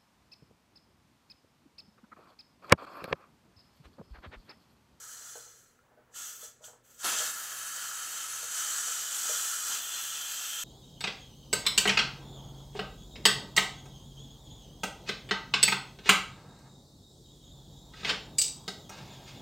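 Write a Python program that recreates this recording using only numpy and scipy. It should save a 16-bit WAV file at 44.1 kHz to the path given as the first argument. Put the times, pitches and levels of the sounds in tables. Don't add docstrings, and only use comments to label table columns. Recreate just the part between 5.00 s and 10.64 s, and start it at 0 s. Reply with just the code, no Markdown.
import sys
import numpy as np
from scipy import signal
from scipy.fft import rfft, irfft
from scipy.io import wavfile

SR = 44100
rng = np.random.default_rng(int(sys.argv[2]) if len(sys.argv) > 2 else 0)


def gain_from_db(level_db):
    decades = np.asarray(level_db, float) / 20
    return 10 ** decades


def store_pcm(level_fs):
    pcm = np.round(np.clip(level_fs, -1, 1) * 32767).astype(np.int16)
    wavfile.write(sys.argv[1], SR, np.atleast_2d(pcm).T)


N = 248616

# t/s, lift off its seat (about -2 to 2), turn of the cap, cover by the hand (each about -1
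VALVE_POSE = [(0, -0.87, -0.61, -0.81), (.35, -0.93, -0.6, 0.23), (.75, -0.52, -0.74, -0.98),
              (1.15, -0.82, 0, 0.88), (1.3, -0.77, -0.12, 1), (1.42, -0.51, -0.12, 0.63),
              (1.65, -1.64, -0.3, 1), (1.87, -0.096, 0.66, 0.47), (2.0, -1.3, 0.28, 0.28),
              (2.05, 1.9, -0.43, -0.22), (2.19, 0.16, 0, 0.25), (2.4, 0.64, 0.18, -1.2),
              (3.4, 0.13, 0.4, -0.27), (3.7, -0.31, 0.35, -0.077), (4.35, -0.7, 0.2, 0.67),
              (4.62, -0.52, .4, -0.1), (4.76, 0.092, 0.67, 0.85), (5.64, 0.39, 1.1, 1)]


def rms_one(x):
    return x / np.sqrt(np.mean(x ** 2) + 1e-20)


def in_time(rows):
    s, *columns = np.transpose(rows)
    return [np.interp(np.arange(N) / SR, s, column) for column in columns]


def drift(rate):
    r = np.exp(-40 * np.pi * rate / SR)
    steps = rng.standard_normal(N // 20 + 2002)
    slow = signal.lfilter([1], [1, -2 * r, r * r], steps)[2000:]
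    return np.interp(np.arange(N) / 20, np.arange(len(slow)), rms_one(slow - slow.mean()))


def resonance(x, hz, width_hz):
    r = np.exp(-np.pi * width_hz / SR)
    top = np.array([1, 0, -1]) * (1 - r * r) / 2
    return signal.lfilter(top, [1, -2 * r * np.cos(2 * np.pi * hz / SR), r * r], x)


def twice(x, hz, width_hz):
    return resonance(resonance(x, hz, width_hz), hz, width_hz)


def whistle(white, hz, width_hz):
    return rms_one(twice(white, hz, width_hz))


def ring(force, hz, t60):
    r, w = gain_from_db(-60 / (t60 * SR)), 2 * np.pi * hz / SR
    return signal.lfilter([0, np.sin(w)], [1, -2 * r * np.cos(w), r * r], force)


def coloured(spectrum):
    hz, db = np.transpose(spectrum)
    grid = np.maximum(np.arange(N // 2 + 1) * SR / N, 1)
    gain = gain_from_db(np.interp(np.log(grid), np.log(hz), db))
    return rms_one(irfft(rfft(rng.standard_normal(N)) * gain, N))


def echo(x, response):
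    return signal.fftconvolve(x, response / np.sqrt(np.sum(response ** 2)))[:N]


def background():
    # f/Hz, level/dB per Hz
    room_tone = [(15, -47), (25, -4), (119, -1.5), (299, -7), (380, -3.5), (512, -0.5), (707, -10),
                 (831, -11), (1060, -39), (1180, -19), (1870, -13.5), (4800, -21.5), (6810, -27),
                 (15700, -27)]
    # f/Hz, level/dB rms
    hum_tones = [(73, -91.5), (122, -79.5), (244, -83.5)]
    t = np.arange(N) / SR
    hum = 0
    for hz, db in hum_tones:
        swell_db = 3 * drift(4)
        hum = hum + np.sqrt(2) * gain_from_db(db + swell_db) * np.sin(2 * np.pi * hz * t + 0.73 * drift(4.9))
    return gain_from_db(-70.5) * coloured(room_tone) + hum


def kitchen(x):
    tail_t60_s, tail_db = 0.2, -7.5
    hob_echo_s, hob_echo_db = 0.003, -9
    t = np.arange(SR // 2) / SR
    *near, tail = rng.standard_normal((4, len(t))) / np.sqrt(len(t))
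    highs = signal.butter(2, 3000, "high", fs=SR, output="sos")
    turn = 1.6 * np.arange(N) / SR + 0.5 * drift(1.0)
    out = x + gain_from_db(tail_db) * echo(x, tail * gain_from_db(-60 * t / tail_t60_s) * (t > 0.006))
    for k, pattern in enumerate(near):
        pattern = signal.sosfilt(highs, pattern * np.exp(-t / hob_echo_s) * (t > 0.001))
        out += gain_from_db(hob_echo_db) * np.cos(turn + k * np.pi / 3) * echo(x, pattern)
    return out * gain_from_db(-2.0)


def ticks():
    # t/s, peak level/dB, f/Hz
    cap_ticks = [
        (0.79, -51, 1400),
        (1.14, -46, 1730),
        (1.6413, -37, 3220),
        (2.1923, -20.5, 3200),
        (2.9117, -29, 1330),
    ]
    out = np.zeros(N)
    for s, peak_db, hz in cap_ticks:
        burst = rng.standard_normal(2000) * np.exp(-np.arange(2000) / (0.0032 * SR))
        click = twice(burst, hz, 0.16 * hz)
        out[round(s * SR):][:2000] += gain_from_db(peak_db - 3.5) * click / np.abs(click).max()
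    return out


def knocks():
    # t/s, low ring level/dB, middle ring level/dB, high ring level/dB, rattle level/dB
    touches = [(0.209, -70.5, -70, -73, -67), (0.355, -47.5, -61.5, -52.5, -44),
               (0.462, -60, -85, -64, -64), (0.917, -68, -72, -75, -73), (0.973, -60, -66, -66.5, -67),
               (1.428, -54, -62.5, -75, -58), (1.607, -66, -66, -77, -54), (1.629, -71, -61.5, -72, -63),
               (1.679, -55.5, -66, -65, -47), (1.699, -77, -77, -70, -53), (1.732, -59, -77, -68, -53),
               (2.2, -45, -51, -53, -45), (2.219, -60, -60, -45, -36), (3.427, -53.5, -61.5, -70, -42),
               (3.877, -52.5, -64, -48, -38), (4.294, -44, -49, -52, -44)]
    # f/Hz, level/dB, t60/s
    lid = [
        [(480.7, 5, 0.25), (444, 1.5, 0.14)],
        [(610.4, 9, 0.16), (606, -11, 0.074)],
        [(713, 3.5, 0.071), (826, 2, 0.047), (1520, 6, 0.21)],
    ]
    s, *ring_db, rattle_db = np.transpose(touches)
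    at, out = np.round(s * SR).astype(int), np.zeros(N)
    for k, (modes, group_db) in enumerate(zip(lid, ring_db)):
        force = np.full(N, 1e-18)
        force[at] = gain_from_db(group_db + 1.5) * (-1) ** k
        for hz, db, t60 in modes:
            out += gain_from_db(db) * ring(force, hz, t60)
    force = np.zeros(N)
    force[at] = gain_from_db(rattle_db + 10.5)
    dying = signal.lfilter([1], [1, -np.exp(-1 / (0.012 * SR))], force)
    rattle = resonance(dying * rng.standard_normal(N) + 1e-18, 450, 550)
    return twice(out + rattle, 650, 1200)


def pushes(rows, opening_db_per_s):
    s, held, db, closing = np.transpose(rows)[:, :, None]
    t = np.arange(0, N + 32, 32) / SR
    after = np.maximum(t - s - held, 0)
    fall = closing * after + 68 * after ** 2
    level = db - opening_db_per_s * np.maximum(s - t, 0) - fall
    total = 10 * np.log10(np.sum(gain_from_db(np.maximum(2 * level, -400)), axis=0))
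    return np.interp(np.arange(N) / SR, t, total)


def answer(rule):
    s, *pose = np.transpose(VALVE_POSE)
    return np.interp(np.arange(N) / SR, s, rule[0] + np.dot(rule[1:], pose))


def jet_gain():
    # fully open t/s, held/s, level/dB, closing/dB per s
    valve_pushes = [(0.0, 0.35, -48.5, 42), (0.29, 0.029, -58, 150), (1.147, .01, -52.5, 90),
                    (1.163, 0.11, -43.5, 76), (1.41, .03, -50.5, 198), (1.44, 0.0094, -48.5, 200),
                    (1.625, .02, -63, 206), (1.647, 0.013, -49, 210), (1.85, 0.16, -67.5, 200),
                    (1.9, .08, -64, 200), (1.982, .02, -65, 200), (2.0, 0.04, -45.5, 202),
                    (2.046, 0.12, -33.5, 90), (2.185, 0.023, -34.5, 124), (2.255, 0.012, -38.5, 122)]
    # t/s, level/dB
    flow = [(2.03, -90), (2.05, -43.5), (2.4, -42.5), (2.54, -41.5), (3.5, -40), (3.58, -35), (3.71, -34.5),
            (3.82, -35), (4.08, -37), (4.29, -32.5), (4.64, -36.5), (4.74, -33.5), (4.81, -40), (4.86, -39),
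            (4.99, -38), (5.03, -39.5), (5.57, -40), (5.64, -40.5)]
    pushed = gain_from_db(pushes(valve_pushes, 850))
    return np.sqrt(pushed ** 2 + gain_from_db(in_time(flow)[0]) ** 2 + gain_from_db(-93) ** 2)


def rush():
    # f/Hz, level/dB per Hz
    rush_colour = [(71, -42), (120, -17), (161, -19), (247, -8), (309, -13), (435, -7.5), (661, -6),
                   (692, -2.5), (1100, -3), (1430, -19), (2420, -120)]
    # t/s, held/s, level/dB, fading/dB per s
    rubs = [
        (0.0, 0.46, -73, 90),
        (.55, .25, -81, 84),
        (.85, .25, -71, 90),
        (1.43, .04, -68, 168),
        (1.63, .13, -70, 200),
        (1.86, .14, -78, 90),
    ]
    plume = jet_gain() * gain_from_db(answer((-18.5, 6, -3.5, 1.15)))
    level = np.hypot(plume, gain_from_db(pushes(rubs, 207)))
    return level * gain_from_db(1.86 * drift(46.0)) * coloured(rush_colour)


def passage(modes, gust, patchy_db, tilt_db=0, arch_db=0):
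    white = rng.standard_normal((2, N))
    centre_hz, out = np.mean(modes, axis=0)[0], 0
    for k, (hz, width_hz, db) in enumerate(modes):
        band = twice(white[k % 2], hz, 1.5 * width_hz)
        octaves = np.log2(hz / centre_hz)
        shape_db = tilt_db * octaves - arch_db * octaves ** 2
        out = out + band * gain_from_db(db + gust + patchy_db * drift(5.8) + shape_db)
    return rms_one(out)


def jet(gust, turn):
    # f/Hz, width/Hz, level/dB
    mouth = [(5990, 310, -5.5), (6200, 390, -3), (6640, 820, -1), (7410, 325, -0.5), (7644, 500, -1.5),
             (8520, 910, -7)]
    shut = np.minimum(turn, 0)
    tilt_db = answer((1.1, -2, 1.5, -3.5)) + 14 * shut
    return passage(mouth, gust, patchy_db=0.23, tilt_db=tilt_db, arch_db=-20 * shut)


def chamber(gust):
    # f/Hz, width/Hz, level/dB
    hollows = [(1144, 160, -11), (1331, 120, 2), (1488, 156, -2.5), (1665, 140, -1.5), (1798, 207, -7.5),
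               (2015, 254, -12)]
    return passage(hollows, gust, patchy_db=0.37, tilt_db=answer((1.5, 1.2, -0.8, 2.5)))


def stem(gust):
    # f/Hz, width/Hz, level/dB
    hollows = [(2533, 240, -7.5), (2734, 286, -2.5), (3050, 222, 2.5), (3407, 250, -3), (3750, 130, -3.5),
               (4250, 420, -3.5), (4446, 210, -4), (4780, 660, -3.5)]
    level_db = answer((-6.5, 3, 1.5, 0.73))
    return gain_from_db(level_db) * passage(hollows, gust, patchy_db=-1.0, tilt_db=answer((2.5, -2.5, -5.5, -0.7)))


def spray(gust):
    # f/Hz, width/Hz, level/dB
    bands = [(10480, 2400, 0.5), (12150, 2300, -1), (12800, 1760, -0.5), (14300, 920, -3),
             (15040, 800, -4.5)]
    # t/s, wetness (about -1 to 1)
    wetness = [(0, -.3), (1.1, 0.22), (1.25, 0.28), (1.4, 1), (1.47, .3), (1.56, -0.84), (1.66, 0.48),
               (1.79, -1.2), (1.85, .9), (1.95, 0.91), (2.0, -0.018), (2.4, 0.2), (3.5, -0.38),
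               (4.3, -0.13), (4.65, 0.044), (4.85, 0.29), (5.64, 0.13)]
    wet, = in_time(wetness)
    level_db = answer((-6.5, 0.3, 1.5, -0.1)) + 7 * wet
    tilt_db = answer((-2, -2, -1, -1.5)) + 16 * wet
    arch_db = answer((4, -6, 33, 32)) + 21 * wet
    return gain_from_db(level_db) * passage(bands, gust, patchy_db=-1.6, tilt_db=tilt_db, arch_db=arch_db)


def whistles(lift, turn):
    # f/Hz, width/Hz, level/dB beside the jet
    lid_metal = [(1425, 50, -25.5), (6104, 21, -19), (6540, 55, -33), (6765, 370, -15.5), (7130, 53, -16.5),
                 (7660, 55, -28), (7600, 40, -52)]
    white = rng.standard_normal(N)
    pip_db = -6 - 220 * np.abs(np.arange(N) / SR - 4.975)
    gap_db = np.maximum(-32 + np.maximum(-32 * turn, 10 * turn), pip_db)
    out = gain_from_db(gap_db + drift(6.1)) * whistle(white, 4174, 55)
    ridge_db = np.minimum(-30 - 30 * turn, -5)
    out = out + gain_from_db(ridge_db) * whistle(white, 6400, 600)
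    seat_db = answer((-25.5, -2.5, 13, 7)) + 1.8 * drift(29.0)
    out = out + gain_from_db(seat_db) * whistle(white, 3157, 195)
    collar_db = answer((-17.5, 4.8, -2, 6.5))
    out = out + gain_from_db(collar_db) * whistle(white, 3443, 160)
    for hz, width_hz, db in lid_metal:
        level_db = db - 6 * lift + 1.2 * drift(0.57)
        out = out + gain_from_db(level_db) * whistle(white, hz, width_hz)
    return out


def steam():
    lift, turn, _ = in_time(VALVE_POSE)
    strength = jet_gain()
    gust = 0.42 * drift(4.4) + 0.7 * drift(77.0)
    hiss = jet(gust, turn) + stem(gust) + spray(gust)
    depth = np.clip(answer((-0.055, 0.19, -0.32, 0.71)), -1, 0.65)
    hiss = hiss - depth * resonance(hiss, 14100, 490)
    hiss = hiss + whistles(lift, turn)
    chamber_level = np.hypot(strength * gain_from_db(answer((-6.5, 2.5, -0.54, -1.5))), gain_from_db(-74.5))
    return strength * hiss + chamber_level * chamber(gust)


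def scene():
    mono = kitchen(steam() + rush() + knocks() + ticks()) + background()
    return np.array([mono, mono])


def top_cut(x):
    return signal.sosfilt(signal.butter(12, 16860, fs=SR, output="sos"), x)


def record(dry):
    low_pass = signal.ellip(12, 0.3, 80, 15740, fs=SR, output="sos")
    return top_cut(signal.sosfilt(low_pass, dry))


dry = scene()
out = record(dry)
store_pcm(out)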